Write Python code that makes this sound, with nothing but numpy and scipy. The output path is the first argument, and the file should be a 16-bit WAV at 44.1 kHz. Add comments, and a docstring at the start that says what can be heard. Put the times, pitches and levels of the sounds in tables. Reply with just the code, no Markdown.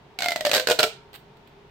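"""Pop tube pulled open

A ribbed plastic tube is stretched by hand in a small carpeted room. Its folds snap out one after
another: each cracks in the wall, thumps, and rings the air column, whose pitch falls as the tube
grows longer. Then the bent tube ticks softly in the hands, over a low room hum."""
import sys
import numpy as np
from scipy import signal
from scipy.fft import rfft, irfft
from scipy.io import wavfile

SR = 44100
rng = np.random.default_rng(int(sys.argv[2]) if len(sys.argv) > 2 else 0)


def int16_out(signal):
    """Quantize to a 16-bit WAV file."""
    q = np.round(np.clip(np.atleast_2d(signal).T, -1, 1) * 32767)
    wavfile.write(sys.argv[1], SR, q.astype(np.int16))


N = 74970
TIME = np.arange(N) / SR
FREQS = np.fft.rfftfreq(N, 1 / SR)

# folds snapping open: t/s, then relative level/dB of crack, of fundamental and thump, of overtones
SNAPS = [(0.1886, -17, -27.5, -21.5), (.2055, -19.5, -29, -24), (.2212, -12.5, -28.5, -22),
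         (.2328, -25, -25.5, -18.5), (.2425, -17, -32, -24), (.2595, -19, -19, -13.5),
         (.2845, -14.5, -20.5, -10.5), (.3062, -19.5, -30.5, -22.5), (.3192, -17.5, -25, -13.5),
         (0.3601, -14.5, -18.5, -18), (0.4084, -17.5, -23, -23.5), (.4508, -9, -16, -23.5),
         (0.4611, -17, -29.5, -29.5), (.4678, -16.5, -15.5, -20.5), (0.4943, -20, -23.5, -24.5),
         (0.5144, -8, -22.5, -19.5), (0.5326, -11, -20, -20.5), (0.5391, -9.5, -16.5, -26.5),
         (0.5477, -8, -23, -25.5), (0.554, -25, -19.5, -19.5), (.5590, -13, -20.5, -22),
         (0.566, -11, -20.5, -20.5), (0.5783, -18, -19.5, -15), (0.5975, -13.5, -22, -16),
         (.6720, -8, -20, -16), (0.6869, -17, -15.5, -15.5), (0.6998, -8, -17, -13),
         (.7100, -11.5, -14, -21), (.7160, -11, -22.5, -12), (0.7896, -11.5, -20.5, -22),
         (0.7925, -10, -22.5, -19), (0.7989, -16.5, -19, -14), (.8050, -14.5, -26, -12),
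         (0.8299, -5, -25, -21), (0.8387, -14.5, -19, -10)]


def wall_cracks():
    """Each fold flips with a sharp crack and a short shiver; some set the wall ringing."""
    # tone of the crack: f/Hz, relative level/dB, left minus right/dB
    crack_tone = [(99, -15.5, 4.5), (303, -8, 0), (740, 3.5, 7.5), (1050, -3, 1), (1493, 6.5, 5),
                  (2800, 5.5, -6.5), (4270, 7, -8.5), (5840, -1, -1), (8530, -2.5, -2), (10330, -27, 0),
                  (11600, -5.5, 0), (15500, -16.5, 3.5)]
    # snaps that ring the wall: t/s, level/dB
    ringing_snaps = [(.2600, -37), (.2850, -21.5), (0.5415, -23.5), (0.7905, -8), (0.792, -9.5),
                     (0.833, -17.5)]
    attack_s, decay_s, shiver_s = 0.00049, 0.0021, 0.017
    times, crack_db, _, _ = np.transpose(SNAPS)
    hits = clicks(times, crack_db)
    snap = fade(hits, decay_s) - fade(hits, attack_s)
    shiver = from_db(-17) * fade(hits, shiver_s)
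    cracks = from_db(-3) * crackle(snap + shiver, crack_tone)
    ping = ring(clicks(*np.transpose(ringing_snaps)), hz=4146, t60=0.011)
    return cracks + ping * panned(-3.5)


def air_column():
    """Each snap rings the air inside: a hollow note that drops as the tube lengthens."""
    # lowest resonance of the column: t/s, f/Hz
    glide = [(.19, 743.6), (.26, 702.6), (.325, 680), (.41, 639), (.47, 596), (.57, 527.6), (.68, 487),
             (.73, 477.3), (.80, 461), (.85, 448), (.92, 413)]
    # multiple of the pitch, short-tube gain/dB, long-tube gain/dB, t60/s, left minus right/dB
    overtones = [(2.0, -15, -19.5, 0.043, 1), (3.02, -6, -6, 0.056, -3.5), (5.1, -22, -13, 0.045, 0.5)]
    times, _, fundamental_db, overtone_db = np.transpose(SNAPS)
    pitch = np.interp(TIME, *np.transpose(glide))
    note = ring(clicks(times, fundamental_db), pitch, t60=0.067)
    for multiple, short_db, long_db, t60, pan_db in overtones:
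        hits = clicks(times, overtone_db + np.linspace(short_db, long_db, len(times)))
        note = note + ring(hits, multiple * pitch, t60) * panned(pan_db)
    return note


def wall_thumps():
    """Each snap thumps the wall, with more body as the tube opens."""
    # wall modes: f/Hz, short-tube gain/dB, long-tube gain/dB, t60/s
    modes = [(140.7, -41, -19.5, 0.042), (310, -15, -20, 0.041), (620, -28.5, 0, 0.071),
             (691, -27.5, -7, 0.068), (848, -22.5, -33, 0.048)]
    times, _, thump_db, _ = np.transpose(SNAPS)
    thumps = np.zeros(N)
    for hz, short_db, long_db, t60 in modes:
        hits = clicks(times, thump_db + np.linspace(short_db, long_db, len(times)))
        thumps += ring(hits, hz, t60)
    return thumps


def handling_ticks():
    """The plastic gives small dry ticks as the tube is bent and held."""
    # ticks: t/s, level/dB
    ticks = [(1.131, -43), (1.1405, -40), (1.146, -48.5), (1.151, -42.5), (1.157, -40), (1.37, -56),
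             (1.474, -52)]
    # tone of a tick: f/Hz, relative level/dB, left minus right/dB
    tick_tone = [(200, -2, 5), (1000, 1.5, 3), (3020, 4, -7.5), (4300, 0.5, -15), (6060, -18, -5),
                 (8600, -4.5, -6), (9800, -27, 3), (12800, -4, -3), (16000, -10.5, 6)]
    envelope = fade(clicks(*np.transpose(ticks)), seconds=0.0054)
    return crackle(envelope, tick_tone)


def crackle(envelope, tone):
    """Noise bursts for the crackling plastic, narrow in the lows and wide in the highs."""
    # stereo image: f/Hz, left-right likeness
    image = [(700, 0.89), (1500, 0.28), (4000, 0.16), (12000, .3)]
    return colour(envelope * stereo_noise(at_hz(image, FREQS)), tone)


def room_reverb(x):
    """The room returns a near reflection and a diffuse tail that dies band by band."""
    # near reflection: delay/s, left level/dB, right level/dB
    reflections = [(.0085, -17, -17.5)]
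    # tail: f/Hz, relative level/dB, t60/s, left-right likeness
    tail = [(152.1, -11, 0.18, 1), (480, -3.5, 0.15, 0.81), (1406, -14, 0.37, 0.31),
            (4040, -8.5, 0.31, 0.089), (8040, -9, 0.26, 0.12), (13900, -6, 0.18, .1)]
    build_up_s = 0.0049
    onset = np.clip(TIME / build_up_s - .5, 0, 1)
    edges_hz = np.geomspace(60, 18000, 13)
    noise = rfft(stereo_noise(at_hz(tail, FREQS, column=3)))
    response = np.zeros((2, N))
    for low, high in zip(edges_hz, edges_hz[1:]):
        centre = np.sqrt(low * high)
        decay = from_db(-60 * TIME / at_hz(tail, centre, column=2))
        band = irfft(noise * ((FREQS >= low) & (FREQS < high)), N) * onset * decay
        unity_gain = np.sqrt(4 * (high - low) / SR / np.sum(band ** 2))
        response += band * unity_gain * from_db(at_hz(tail, centre))
    delay, left_db, right_db = np.transpose(reflections)
    response += [clicks(delay, left_db), clicks(delay, right_db)]
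    return signal.fftconvolve(x, response, axes=1)[:, :N]


def room_tone():
    """A steady bed of dark noise with a few faint, wavering hum tones."""
    # tone of the bed: f/Hz, relative level/dB
    bed_tone = [(15, -16.5), (25, -4.5), (70, -1.5), (102, -4.5), (137, 3), (301, -6.5), (335, -4.5),
                (384, -1.5), (476, -7), (936, -5), (1190, -11.5), (3520, -17.5), (9840, -41.5),
                (16000, -41.5)]
    # stereo image of the bed: f/Hz, left-right likeness
    image = [(100, 0.99), (700, 0.48), (2000, 0.13), (8000, 0.059)]
    # narrow noise bands of the hum: f/Hz, level/dB, width/Hz
    hum_bands = [(139, -67.5, 5.1), (403.5, -61.5, 14.8), (431.6, -65, 12), (920, -68, 7.7)]
    noise = stereo_noise(at_hz(image, FREQS))
    bed = irfft(rfft(noise) * from_db(at_hz(bed_tone, FREQS)), N)
    hum = np.zeros(N)
    for hz, db, width in hum_bands:
        peak = 1 / (1 + (2 * (FREQS - hz) / width) ** 2)
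        band = irfft(rfft(rng.standard_normal(N)) * peak, N)
        hum += from_db(db) * unit_rms(band)
    return from_db(-52.5) * unit_rms(bed) + hum


def from_db(db):
    return 10 ** (np.asarray(db) / 20)


def unit_rms(x):
    return x / np.sqrt(np.mean(x ** 2) + 1e-20)


def panned(db):
    """Left and right gains, with the left louder by db."""
    return from_db(np.array([[.5], [-.5]]) * db)


def at_hz(points, hz, column=1):
    """One column of a table, read on a log-frequency axis."""
    table = np.array(points)
    return np.interp(np.log(np.maximum(hz, 1)), np.log(table[:, 0]), table[:, column])


def clicks(times, db):
    """A train of one-sample clicks."""
    out = np.zeros(N)
    np.add.at(out, np.round(np.asarray(times) * SR).astype(int), from_db(db))
    return out


def fade(x, seconds):
    """Every click dies away with this time constant."""
    return signal.lfilter([1], [1, -np.exp(-1 / (seconds * SR))], x + 1e-18)


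def ring(x, hz, t60):
    """Every click sets a sine ringing; its pitch may glide."""
    phasor = np.exp(2j * np.pi * np.cumsum(hz * np.ones(N)) / SR)
    return (phasor * fade(x / phasor, t60 / np.log(1000))).real


def colour(x, tone, size=4096):
    """Stereo EQ: a curve at unit power gain, panned frequency by frequency."""
    hz = np.fft.rfftfreq(size, 1 / SR)
    gain = unit_rms(from_db(at_hz(tone, hz))) * panned(at_hz(tone, hz, column=2))
    cepstrum = irfft(np.log(gain))
    # minimum phase keeps the attacks free of pre-ringing
    cepstrum[:, 1:size // 2] *= 2
    cepstrum[:, size // 2 + 1:] = 0
    response = irfft(np.exp(rfft(cepstrum)))
    return signal.fftconvolve(x, response, axes=1)[:, :N]


def stereo_noise(likeness):
    """White noise with a likeness per frequency: 1 is mono, 0 is fully wide."""
    mid, side = rfft(rng.standard_normal((2, N)))
    likeness = np.clip(likeness, 0, 1)
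    mid *= np.sqrt((1 + likeness) / 2)
    side *= np.sqrt((1 - likeness) / 2)
    return irfft([mid + side, mid - side], N)


def scene():
    """The tube in its room; being narrow, it radiates little bass."""
    low_cut = signal.butter(2, 103, "high", fs=SR, output="sos")
    tube = signal.sosfilt(low_cut, wall_cracks() + air_column() + wall_thumps() + handling_ticks())
    return tube + room_reverb(tube) + room_tone()


def record(dry):
    """Peaks clip at full scale, then a steep low-pass trims the very top."""
    high_cut = signal.ellip(10, .2, 80, 16300, fs=SR, output="sos")
    return signal.sosfilt(high_cut, np.clip(dry, -1, 1))


dry = scene()
out = record(dry)
int16_out(out)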